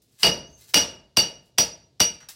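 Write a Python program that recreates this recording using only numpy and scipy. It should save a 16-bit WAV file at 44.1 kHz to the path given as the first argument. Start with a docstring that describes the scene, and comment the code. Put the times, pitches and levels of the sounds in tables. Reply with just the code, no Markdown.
"""A hammer drives a steel chisel into a brick wall, five blows in a small bare room.
Each blow layers noise of crushed brick, a thud and a sweeping thump of the wall, and decaying modes
of the steel, with room echoes of shaped noise. Scrapes of clicks, knocks of falling chips and two
faint chirps lie between, over room tone. The recorder's limiter holds the blows down."""
import sys
import numpy as np
from scipy import signal
from scipy.fft import rfft, irfft, next_fast_len
from scipy.io import wavfile
from scipy.ndimage import uniform_filter1d

SR = 44100
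rng = np.random.default_rng(int(sys.argv[2]) if len(sys.argv) > 2 else 0)


def store_pcm(level_fs):
    """Save levels as 16-bit WAV."""
    pcm = np.round(np.clip(level_fs, -1, 1) * 32767).astype(np.int16)
    wavfile.write(sys.argv[1], SR, np.atleast_2d(pcm).T)


N = 103635  # samples
T = np.arange(SR) / SR  # one second, the time axis of each event [s]

# spectrum of crumbling brick: (frequency [Hz], relative density [dB per Hz])
GRIT_SPECTRUM = [(100, -28.5), (400, -16), (1000, -11), (1700, -5.5), (2200, -10), (2800, -5.5), (4400, -1),
                 (7000, -2), (11000, -7), (15500, -9)]


def from_db(db):
    """Decibels to gain."""
    return 10 ** (np.asarray(db) / 20)


def at_hz(points, hz):
    """Interpolate a table on a log-frequency axis."""
    p = np.array(points)
    return np.interp(np.log(np.maximum(hz, 1)), np.log(p[:, 0]), p[:, 1])


def unit(x):
    """Scale to the energy of 50 ms at rms 1."""
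    return x / np.sqrt(np.sum(x ** 2) / (.05 * SR) + 1e-20)


def add(out, time_s, x):
    """Mix x into out from time_s."""
    i = max(int(time_s * SR), 0)
    out[i:i + len(x)] += x[:N - i]


def colour(x, points, tilt_db=0):
    """Minimum-phase filter to a spectrum, tilted by tilt_db per octave above 1500 Hz."""
    size = next_fast_len(2 * len(x), real=True)
    hz = np.arange(size // 2 + 1) * SR / size
    db = at_hz(points, hz) + tilt_db * np.log2(np.maximum(hz / 1500, 1))
    # folding the cepstrum onto positive time makes the filter causal
    cepstrum = irfft(np.log(from_db(db)), size)
    cepstrum[1:size // 2] *= 2
    cepstrum[size // 2 + 1:] = 0
    response = np.exp(rfft(cepstrum))
    return irfft(rfft(x, size) * response, size)[:len(x)]


def burst(rise_s, decay_s):
    """Rush of tiny fractures: noise with a linear rise and an exponential decay."""
    decay = np.exp(-np.maximum(T - rise_s, 0) / decay_s)
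    return rng.standard_normal(SR) * np.minimum(T / rise_s, 1) * decay


def mode(hz, t60_s):
    """One struck resonance: a decaying sine of random phase."""
    rise_s = 0.0049
    sine = np.sin(2 * np.pi * (hz * T + rng.random()))
    return sine * from_db(-60 * T / t60_s) * np.minimum(T / rise_s, 1)


def room():
    """Dense echoes of bare walls: noise bands, strong early on, each with its own decay."""
    # (frequency [Hz], t60 [s])
    decay_table = [(60, 1), (180, 0.6), (500, 0.55), (1200, 0.47), (3000, 0.38), (5500, 0.36), (9000, 0.29),
                   (15000, 0.2)]
    gap_s, build_s = 0.0028, 0.0055
    early_db, early_decay_s = 10, 0.037
    edges_hz = np.geomspace(25, 19000, 15)
    white, out = rng.standard_normal((2, SR)), 0
    early = 1 + from_db(early_db) * np.exp(-T / early_decay_s)
    onset = np.clip((T - gap_s) / build_s, 0, 1)
    for k, (low, high) in enumerate(zip(edges_hz, edges_hz[1:])):
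        band_pass = signal.butter(2, [low, high], "band", fs=SR, output="sos")
        band = signal.sosfilt(band_pass, white[k % 2])
        tail = from_db(-60 * T / at_hz(decay_table, np.sqrt(low * high)))
        out = out + np.sqrt(high - low) * unit(band * tail * early * onset)
    return out


def in_room(x, echoes, direct_db, room_db):
    """Direct sound plus its echoes, each normalised to its own level."""
    reverberant = signal.fftconvolve(x, echoes)[:len(x)]
    return from_db(direct_db) * unit(x) + from_db(room_db) * unit(reverberant)


def room_tone():
    """Steady background: noise filtered to a fixed spectrum."""
    # (frequency [Hz], relative density [dB per Hz])
    tone_spectrum = [(25, -37), (55, 1.5), (80, -7.5), (115, 10), (170, -2.5), (380, -4.5), (800, -18.5),
                     (1500, -28), (4500, -17), (9000, -30.5), (15500, -38.5)]
    rms_db = -66
    tone = colour(rng.standard_normal(N), tone_spectrum)
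    return from_db(rms_db) * tone / tone.std()


def chirps(echoes):
    """Faint high whistles: sines arched in level and pitch, with a random waver."""
    # (time [s], length [s], centre pitch [Hz], level [dB])
    chirp_table = [(0.467, .028, 6200, -59.5), (0.517, 0.055, 6230, -56.5)]
    bend, waver_depth, waver_s = .02, 0.018, .002  # bend and rms waver as shares of the pitch
    out = np.zeros(N)
    for time_s, length_s, hz, db in chirp_table:
        arch = np.sin(np.pi * np.minimum(T / length_s, 1))
        waver = uniform_filter1d(rng.standard_normal(SR), max(int(waver_s * SR), 1))
        pitch_hz = hz * (1 + bend * (arch - .5) + waver_depth * waver / waver.std())
        whistle = arch * np.sin(2 * np.pi * np.cumsum(pitch_hz) / SR)
        add(out, time_s, from_db(db) * in_room(whistle, echoes, direct_db=-3, room_db=-4))
    return out


def chips(echoes):
    """Chips knock against wall and floor: short bursts of coloured noise."""
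    # (time [s], level [dB], treble tilt [dB per octave])
    chip_table = [(.018, -66.5, 3), (0.687, -53, 14), (2.203, -56.5, -8), (2.227, -58.5, -10.5),
                  (2.2861, -42.5, -0.2)]
    out = np.zeros(N)
    for time_s, db, tilt_db in chip_table:
        knock = colour(burst(rise_s=.002, decay_s=0.017), GRIT_SPECTRUM, tilt_db)
        add(out, time_s, from_db(db) * in_room(knock, echoes, direct_db=-1.5, room_db=-5.5))
    return out


def grains(per_s, count):
    """Random clicks of uneven size and either sign, per_s on average."""
    spread_db = 5
    sizes = from_db(spread_db * np.minimum(rng.exponential(1, count), 4))
    return (rng.random(count) < per_s / SR) * sizes * rng.choice([-1, 1], count)


def scrapes(echoes):
    """The tip shifts in the hole: arched strokes of grit clicks."""
    # (time [s], length [s], level [dB])
    scrape_table = [(.003, 0.36, -63.5), (0.176, 0.089, -40), (0.437, 0.22, -66), (0.561, .11, -55),
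                    (0.659, 0.043, -54), (1.409, 0.084, -71)]
    out = np.zeros(N)
    for time_s, length_s, db in scrape_table:
        arch = np.sin(np.pi * np.minimum(T / length_s, 1))
        stroke = colour(grains(800, SR) * arch, GRIT_SPECTRUM)
        add(out, time_s, from_db(db) * in_room(stroke, echoes, direct_db=-10, room_db=1.5))
    return out


def wall_thump():
    """Bending wave in the wall: delay goes as 1/sqrt(frequency), so one push becomes a falling sweep."""
    # (frequency [Hz], relative density [dB per Hz])
    thump_spectrum = [(25, -25.5), (60, -4.5), (120, -1.5), (250, -1.5), (500, -6.5), (900, -1.5),
                      (1400, -10), (3000, -26.5)]
    lag_at_100hz_s = 0.011
    hz = np.arange(SR // 2 + 1)
    sweep = irfft(np.exp(-4j * np.pi * lag_at_100hz_s * 10 * np.sqrt(hz)), SR)
    return unit(colour(sweep * (T < .5), thump_spectrum))


def wall_thud(echoes):
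    """The wall's response: coloured echoes plus low resonances of wall and room."""
    # (frequency [Hz], relative density [dB per Hz])
    thud_spectrum = [(25, -41.5), (55, -4.5), (100, -4), (190, 3), (260, -2.5), (450, 3), (680, 2.5),
                     (950, -2.5), (1250, -31), (2500, -24)]
    # (frequency [Hz], level [dB], t60 [s])
    wall_modes = [(178.35, -12.5, 0.3), (293.2, -14.5, .3), (464.4, -11, .3), (672, -17, .22),
                  (882.2, -16, .15)]
    room_db = -3.5
    thud = from_db(room_db) * unit(colour(echoes, thud_spectrum))
    for hz, db, t60_s in wall_modes:
        thud = thud + from_db(db) * unit(mode(hz, t60_s))
    return thud


def add_crack(out, time_s, level_db, tilt_db, crush_s, echoes):
    """Brick crushes in a noise burst with echoes, after a faint soft lead-in of noise."""
    # (frequency [Hz], relative density [dB per Hz])
    crack_spectrum = [(40, -34), (200, -14), (700, -5), (1250, -3), (2000, -1.5), (3000, 4.5), (3900, -2.5),
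                      (5300, 7), (6700, -7), (8300, -4.5), (10500, -12), (15500, -13)]
    rise_s, lead_in_s = 0.0023, .005
    lead_in_db, direct_db, room_db = -23, -0.5, -2.5
    lead_in = unit(colour(burst(rise_s, crush_s), crack_spectrum))
    direct = unit(colour(burst(rise_s, crush_s), crack_spectrum, tilt_db))
    reverberant = unit(colour(echoes, crack_spectrum, tilt_db))
    add(out, time_s - lead_in_s, from_db(level_db + lead_in_db) * lead_in)
    add(out, time_s, from_db(level_db + direct_db) * direct)
    add(out, time_s, from_db(level_db + room_db) * reverberant)


def steel_ring(level_db, t60_share, favour_db, echoes):
    """Modes of chisel and hammer head; the strike favours the first five differently each time."""
    # one entry per mode, the five main ones first: (frequency [Hz])
    steel_hz = [2884, 4593, 4702, 4938, 5781, 2345, 2752, 3524, 3862, 5263, 5420, 5640, 7495, 8220, 9372,
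                10535, 11900]
    # (relative level [dB])
    steel_db = [-2.5, -4, -11.5, -14, -2.5, -23, -16.5, -21, -18.5, -17.5, -16, -20, -33, -20.5, -22, -24.5,
                -22]
    # (t60 at a share of 1 [s])
    steel_t60_s = [0.089, 0.11, 0.11, 0.061, 0.16, 0.058, .08, 0.1, 0.028, 0.047, 0.037, 0.062, 0.063, .04,
                   0.065, 0.065, 0.036]
    ring = np.zeros(SR)
    for k, (hz, db, t60_s) in enumerate(zip(steel_hz, steel_db, steel_t60_s)):
        mode_db = level_db + db + (favour_db[k] if k < len(favour_db) else 0)
        partial = in_room(mode(hz, t60_s * t60_share), echoes, direct_db=0.5, room_db=-0.5)
        ring += from_db(mode_db) * unit(partial)
    return ring


def blows():
    """Crack, thump, thud and ring; the microphone moves, so each blow meets other echoes."""
    # (time [s], crack [dB], wall thud [dB], dull thump [dB], crack treble tilt [dB per octave],
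    #  crush decay [s], ring [dB], share of the steel t60 [1])
    blow_table = [(0.2309, -15.5, -17, -42, -3, .014, -11.5, 0.76),
                  (0.7418, -13, -20.5, -30.5, -0.27, 0.0055, -11.5, 0.9),
                  (1.169, -20, -24.5, -23.5, .2, 0.0094, -15, 0.58),
                  (1.582, -19.5, -27, -28, 1.33, 0.0069, -22, 0.63),
                  (2.001, -21.5, -28.5, -24, 0, 0.011, -15, 0.74)]
    # one row per blow: (gain of steel mode 1, 2, 3, 4, 5 [dB])
    strike_colour = [(1.5, 0.5, -6, 8.5, -10.5), (-1, -3, -2, -13.5, -0.5), (-3.5, 4, 5, -35, -3),
                     (-12, 0, -5, 11, 8.5), (-6, -5.5, 2.5, -18, 1)]
    thump_lag_s, thud_lag_s = 0.0022, 0.0027
    out, push = np.zeros(N), wall_thump()
    for blow, favour_db in zip(blow_table, strike_colour):
        time_s, crack_db, thud_db, thump_db, tilt_db, crush_s, ring_db, t60_share = blow
        echoes = room()
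        add_crack(out, time_s, crack_db, tilt_db, crush_s, echoes)
        add(out, time_s + thump_lag_s, from_db(thump_db) * push)
        add(out, time_s + thud_lag_s, from_db(thud_db) * wall_thud(echoes))
        add(out, time_s, steel_ring(ring_db, t60_share, favour_db, echoes))
    return out


def stereo(mid):
    """Widen mostly the top treble: a scattered copy is added left and subtracted right."""
    # (frequency [Hz], side against mid [dB])
    width_table = [(100, -60), (3000, -40), (5500, -27), (8500, -12), (13000, -6)]
    scatter = burst(rise_s=0.00073, decay_s=.004)
    scattered = signal.fftconvolve(mid, scatter / np.linalg.norm(scatter))[:N]
    side = colour(scattered, width_table)
    return np.array([mid + side, mid - side])


def scene():
    """Sum the sources in the middle, then spread the treble."""
    echoes = room()
    background = room_tone() + chirps(echoes)
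    debris = chips(echoes) + scrapes(echoes)
    return stereo(background + debris + blows())


def record(dry):
    """Fast limiter with a linear-in-dB release, rounded peaks and a steep top cut."""
    limit_db, attack_s, release_db_per_s = -12.5, 0.0018, 450
    ceiling, cutoff_hz = 0.81, 15900
    pole = np.exp(-1 / (attack_s * SR))
    power = signal.lfilter([1 - pole], [1, -pole], np.mean(dry ** 2, axis=0))
    over_db = np.maximum(10 * np.log10(power + 1e-12) - limit_db, 0)
    # running maximum against a ramp: instant hold, steady release
    ramp_db = release_db_per_s * np.arange(N) / SR
    gain_db = ramp_db - np.maximum.accumulate(over_db + ramp_db)
    rounded = ceiling * np.tanh(dry * from_db(gain_db) / ceiling)
    top_cut = signal.ellip(10, .2, 70, cutoff_hz, fs=SR, output="sos")
    return signal.sosfilt(top_cut, rounded)


dry = scene()
out = record(dry)
store_pcm(out)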